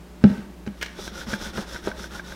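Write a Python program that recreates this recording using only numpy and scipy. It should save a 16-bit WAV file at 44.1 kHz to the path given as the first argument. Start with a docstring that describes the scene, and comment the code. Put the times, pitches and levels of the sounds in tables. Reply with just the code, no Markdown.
"""Mains hum and room noise run throughout. A lidded plastic tub is set down on a kitchen counter:
its base thumps and scrapes (struck modes, filtered grit). Fingers then slip on the lid as it is
gripped (stuttering clicks through resonances). Last the tub is shuffled to and fro: strokes of
scraping, further thumps, and pitched ticks of the loose lid. A short diffuse tail follows the tub."""
import sys
import numpy as np
from scipy import signal
from scipy.fft import rfft, irfft
from scipy.io import wavfile
from scipy.ndimage import uniform_filter1d

SR = 44100
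rng = np.random.default_rng(int(sys.argv[2]) if len(sys.argv) > 2 else 0)


def dump(signal):
    """Clip the signal to [-1, 1] and save it as 16-bit WAV at the path in sys.argv[1]."""
    limited = np.clip(np.atleast_2d(signal).T, -1, 1)
    pcm = np.round(limited * 32767).astype(np.int16)
    wavfile.write(sys.argv[1], SR, pcm)


N = 103635

# mains hum partials: multiple, level_db
HUM_PARTIALS = [(1, -44), (3, -49.5), (4, -61.5), (5, -60), (6, -67.5), (7, -58.5), (10, -63)]
HUM_HZ = 60

# room noise spectrum: freq_hz, density_db_per_hz
AIR_SPECTRUM = [(15, -73), (25, -23.5), (64, -5), (91, -32), (179, -4.5), (234, -14.5), (360, -7),
                (391, -18.5), (540, -19), (1000, -23), (15700, -44)]
AIR_DB = -46.5
ROOM_DB, ROOM_T60_S = -11.5, 0.43

# lid ticks: start_s, level_db, pitch_hz
TICKS = [(1.077, -25, 1570), (1.154, -33, 1435), (1.177, -31, 1390), (1.2133, -27, 1544),
         (1.337, -15, 1603), (1.4595, -26, 1575), (1.557, -30, 1400), (1.7455, -29.5, 1503),
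         (1.7605, -23, 1497), (1.9151, -21.5, 1535), (1.9937, -32.5, 1410), (2.0413, -25.5, 1506),
         (2.195, -21.5, 1590), (2.3216, -26, 1545)]
# lid modes: ratio_to_pitch, level_db, t60_s
LID_MODES = [(1.0, 0, .03), (1.45, -11, .02), (2.3, -20, .015), (.38, -14, .03)]
TICK_RISE_S = 0.00044

# fingers slipping on the lid: start_s, length_s, level_db, strongest_near_hz
SLIPS = [(.665, .007, -48, 4460), (0.675, 0.0034, -44, 2270), (.812, 0.0057, -29, 1970),
         (.8215, 0.0058, -27.5, 2280), (0.8269, 0.0046, -24.5, 2860), (0.8336, 0.0039, -33.5, 1880),
         (0.842, .01, -39, 3320), (.860, 0.0043, -34, 2620), (.867, 0.0016, -43, 2500)]
# lid resonances under the fingers: freq_hz, width_hz, level_db
SLIP_PEAKS = [(1785, 320, 6), (2230, 230, 4), (2830, 190, 2), (4000, 160, -2), (5700, 900, 4)]
# slip fizz spectrum: freq_hz, density_db_per_hz
SLIP_SPECTRUM = [(400, 7), (1500, -11), (7000, -11), (15500, -16)]
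SLIP_FIZZ_DB, SLIP_TOP_HZ, SLIP_TAIL_S = -11, 6750, 0.0021
SPOT_DB = -14  # fall one octave away from the strongest pitch

# base sliding on the counter: start_s, length_s, fastest_at_share, level_db, mid_rel_db, rumble_rel_db
STROKES = [(0.212, 0.26, 0.34, -56.5, 9.5, 8.5), (0.749, 0.26, 0.4, -56.5, 0, -20),
           (0.951, 0.16, 0.59, -39, -7.5, -4), (1.108, 0.15, 0.58, -41.5, -2.5, 0),
           (1.257, 0.12, 0.55, -38.5, -1.5, 0.5), (1.368, 0.15, 0.57, -39.5, -2, 1),
           (1.526, 0.13, 0.46, -42, 0, 5.5), (1.65, 0.16, 0.52, -43, -2, 1.5),
           (1.822, 0.11, 0.41, -44.5, 0, 6.5), (1.927, 0.16, 0.61, -44.5, -0.5, 1.5),
           (2.096, 0.12, 0.49, -45.5, 3.5, 4), (2.219, 0.15, 0.56, -46.5, 0, 4.5)]
# sliding hiss spectrum: freq_hz, density_db_per_hz
HISS_SPECTRUM = [(1290, -2.5), (2200, -37.5), (2750, -12), (2960, -11), (3130, -6.5), (3540, -0.5),
                 (4500, -8.5), (5480, -0.5), (7240, -13), (14700, -21.5), (15700, -34)]
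# wall resonances while sliding, before shift per stroke: freq_hz, width_hz, level_db
SCRAPE_PEAKS = [(560, 62, 2), (895, 40, 1.5), (1224, 620, 4.5), (1484, 51, 4), (1790, 50, -6.5)]
# low resonances while sliding: freq_hz, width_hz, level_db
RUMBLE_PEAKS = [(46.4, 41, 0), (127, 54, -12), (206.6, 15, -4.5), (331, 110, -5)]
GRIT_PER_S, GRIT_DB, BUMPS_PER_S, BUMP_DB = 14000, 1.5, 1500, 2.5
SCRAPE_SHIFT = 0.04  # random pitch shift per stroke, standard deviation as a share
UNEVEN_DB, UNEVEN_S = 1.3, 0.016
SPEED_POWER = 0.71  # stroke gain = speed ** this
FIZZ_FROM_HZ, FIZZ_POWER = 4540, 0.78

# base meets counter: start_s, boom_db, boom_rise_s, wall_db, crack_db
THUMPS = [(0.213, -33, 0.0036, -44, -54), (0.2393, 0, 0.0019, -9, -24), (0.299, -13.5, 0.0033, -40, -49),
          (0.3789, -24, 0.0045, -40, -43), (0.456, -36, .006, -53, -68), (.664, -37, 0.0026, -28, -44),
          (.674, -24.5, 0.00054, -34.5, -40), (0.988, -41, 0.0038, -21, -43),
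          (1.114, -34.5, 0.004, -31, -66), (1.270, -25, 0.0022, -29, -40.5), (1.283, -36, 0.0018, -34, -57),
          (1.332, -21, 0.0013, -23.5, -28.5), (1.458, -29.5, 0.0042, -49, -49),
          (1.574, -28, 0.0008, -31, -30.5), (1.580, -24.5, 0.0016, -12, -45),
          (1.589, -30.5, 0.00076, -18, -43), (1.8727, -29.5, 0.0029, -5.5, -43),
          (1.878, -38, 0.00099, -36, -33), (1.997, -31.5, 0.0025, -33.5, -40)]
# air and base modes, settled, ungripped: freq_hz, level_db, t60_s
BOOM_MODES = [(89, -13, .1), (140.6, -0.5, 0.061), (197.2, 1, 0.21), (261, -18.5, 0.16), (346, -22, .15)]
# wall modes, ungripped: freq_hz, level_db, t60_s
WALL_MODES = [(401, 6, 0.026), (498, -6, .05), (606, -3, .04), (697, -18.5, 0.035), (812, -4.5, .03),
              (1327, -4.5, 0.034), (1543, 6.5, .016)]
WALL_RISE_S, CRACK_T60_S, CRACK_TOP_HZ, LOW_CUT_HZ = 0.0033, 0.024, 4860, 44.5
SHARP, SHARP_S = 0.22, 0.0083  # base starts sharp under load (share of pitch) and settles
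FREE_S, SETTLE_S = 0.043, 0.013  # boom rings freely, then contents and counter smother it
GRIPPED_S, GRIP_DAMP = 1, 0.63  # once both hands hold on, boom and wall t60 shrink by this factor
SOFT = 0.27  # a slower contact dulls the wall modes: blow length as share of rise

EDGE_HZ = 15860
RING_TIME_S = np.arange(SR // 3) / SR


def amp(db):
    """Decibels to amplitude."""
    return 10 ** (np.asarray(db, float) / 20)


def evened(x):
    """Scales x to unit RMS."""
    return x / np.sqrt(np.mean(x ** 2) + 1e-20)


def add(mix, start_s, sound):
    """Adds sound into mix in place, cut at the end."""
    part = mix[round(start_s * SR):][:len(sound)]
    part += sound[:len(part)]


def colour(x, points):
    """Filters x by a spectrum of (freq_hz, db) points, interpolated over log frequency; unit RMS."""
    hz = np.fft.rfftfreq(len(x), 1 / SR)
    point_hz, point_db = np.transpose(points)
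    gain_db = np.interp(np.log(hz + 1), np.log(point_hz + 1), point_db)
    return evened(irfft(rfft(x) * amp(gain_db), len(x)))


def resonate(x, peaks):
    """Sum of band-pass resonances (freq_hz, width_hz, level_db), unit RMS."""
    bands = (amp(db) * evened(signal.lfilter(*signal.iirpeak(hz, hz / width_hz, SR), x))
             for hz, width_hz, db in peaks)
    return evened(sum(bands))


def ring(modes, pitch=1, sharp=0, damp=1):
    """Dying sines of an object struck once; they may start sharp."""
    t = RING_TIME_S
    bent_s = t + sharp * SHARP_S * (1 - np.exp(-t / SHARP_S))
    return sum(amp(db - 60 * t / (t60_s * damp)) * np.sin(2 * np.pi * f * pitch * bent_s)
               for f, db, t60_s in modes)


def grit(per_s, spread_db):
    """Dense random clicks of uneven size."""
    size = amp(spread_db * np.minimum(rng.exponential(1, N), 4))
    return size * rng.standard_normal(N) * (rng.random(N) < per_s / SR)


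def kitchen():
    """Mains hum of an appliance, as steady harmonics, over steady room noise."""
    t = np.arange(N) / SR
    hum = sum(amp(db) * np.sin(2 * np.pi * (k * HUM_HZ * t + rng.random())) for k, db in HUM_PARTIALS)
    return hum + amp(AIR_DB) * colour(rng.standard_normal(N), AIR_SPECTRUM)


def room(x):
    """A short diffuse tail: x convolved with decaying, darkened noise."""
    t = np.arange(SR // 2) / SR
    noise = signal.lfilter([1], [1, -.6], rng.standard_normal(len(t)))
    tail = noise * amp(-60 * t / ROOM_T60_S) * (t > .004)
    return signal.fftconvolve(x, tail / np.linalg.norm(tail))[:N]


def ticks():
    """The loose lid taps the rim and rings its modes."""
    out = np.zeros(N)
    rise = (1 - np.exp(-RING_TIME_S / TICK_RISE_S)) ** 2
    for start_s, db, pitch_hz in TICKS:
        add(out, start_s, amp(db) * ring(LID_MODES, pitch_hz) * rise)
    return out


def slips():
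    """Short bursts of skin stuttering on plastic ring the lid; each spot favours other modes."""
    out, t = np.zeros(N), np.arange(SR // 20) / SR
    stutter = grit(7000, 0.66)
    fizz = amp(SLIP_FIZZ_DB) * colour(rng.standard_normal(N), SLIP_SPECTRUM)
    top_cut = signal.butter(4, SLIP_TOP_HZ, fs=SR)
    for start_s, length_s, db, near_hz in SLIPS:
        attack = np.clip(t / 0.001, 0, 1)
        release = np.exp(-np.maximum(t - length_s, 0) / SLIP_TAIL_S)
        spot = [(hz, width_hz, peak_db + SPOT_DB * np.log2(hz / near_hz) ** 2)
                for hz, width_hz, peak_db in SLIP_PEAKS]
        lid = signal.lfilter(*top_cut, resonate(stutter, spot))
        burst = (lid + fizz)[round(start_s * SR):][:len(t)]
        add(out, start_s, amp(db) * attack * release * burst)
    return out


def uneven():
    """Slow random change of grip pressure, as a gain drawn separately for three bands."""
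    size = round(UNEVEN_S * SR)
    drift = uniform_filter1d(uniform_filter1d(rng.standard_normal((3, N)), size), size)
    return amp(UNEVEN_DB * evened(drift))


def slide():
    """Grit under the base: hiss, wall scrape and low bumps swell per stroke; top fizz needs speed."""
    t = np.arange(N) / SR
    gates, pace, scrape = np.zeros((3, N)), np.zeros(N), np.zeros(N)
    shifts = SCRAPE_SHIFT * rng.standard_normal(len(STROKES))
    fine, coarse = grit(GRIT_PER_S, GRIT_DB), grit(BUMPS_PER_S, BUMP_DB)
    for (start_s, length_s, fastest, db, mid_db, low_db), shift in zip(STROKES, shifts):
        progress = np.clip((t - start_s) / length_s, 0, 1)
        skew = np.log(.5) / np.log(fastest)  # puts the top speed at that share of the stroke
        speed = np.abs(np.sin(np.pi * progress ** skew))
        gates += amp([[db], [db + mid_db], [db + low_db]]) * speed ** SPEED_POWER
        pace = np.maximum(pace, speed)
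        peaks = np.multiply(SCRAPE_PEAKS, [1 + shift, 1, 1])
        begun = t > start_s
        scrape[begun] = resonate(coarse + 1.03 * fine, peaks)[begun]
    gates *= uneven()
    hiss = colour(fine, [(900, -63)] + HISS_SPECTRUM)
    dull = signal.filtfilt(*signal.butter(2, FIZZ_FROM_HZ, fs=SR), hiss)
    hiss = dull + (hiss - dull) * pace ** FIZZ_POWER
    return gates[0] * hiss + gates[1] * scrape + gates[2] * resonate(coarse, RUMBLE_PEAKS)


def thumps():
    """Each contact rings the air and base of the tub, its walls, and gives a short noise crack."""
    out, t = np.zeros(N), RING_TIME_S
    smother = np.exp(-(np.maximum(t - FREE_S, 0) / SETTLE_S) ** 2)
    crack_band = signal.butter(3, [450, CRACK_TOP_HZ], "band", fs=SR)
    cracks = signal.lfilter(*crack_band, rng.standard_normal((len(THUMPS), len(t))))
    cracks = signal.lfilter([1], [1, -.85], cracks)  # darker
    for (start_s, boom_db, rise_s, wall_db, crack_db), crack in zip(THUMPS, cracks):
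        damp = GRIP_DAMP if start_s > GRIPPED_S else 1
        boom = ring(BOOM_MODES, sharp=SHARP, damp=damp) * smother * (1 - np.exp(-t / rise_s))
        blow = np.hanning(round(SOFT * rise_s * SR) + 3)
        wall = ring(WALL_MODES, damp=damp) * (1 - np.exp(-t / WALL_RISE_S))
        wall = signal.lfilter(blow / blow.sum(), 1, wall)
        crack = amp(crack_db - 60 * t / CRACK_T60_S) * crack
        add(out, start_s, amp(boom_db) * boom + amp(wall_db) * wall + crack)
    return signal.lfilter(*signal.butter(2, LOW_CUT_HZ, "high", fs=SR), out)


def scene():
    """Tub, lid ticks and kitchen; only the tub above 500 Hz feeds the room tail."""
    tub = thumps() + slips() + slide()
    high = signal.lfilter(*signal.butter(2, 500, "high", fs=SR), tub)
    return (tub + ticks() + amp(ROOM_DB) * room(high) + kitchen())[None]


def record(dry):
    """Band limit of the recorder: a steep linear-phase low-pass."""
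    low_pass = signal.firwin(1023, EDGE_HZ, window=("kaiser", 10), fs=SR)
    return signal.oaconvolve(dry, low_pass[None], "same")


dry = scene()
out = record(dry)
dump(out)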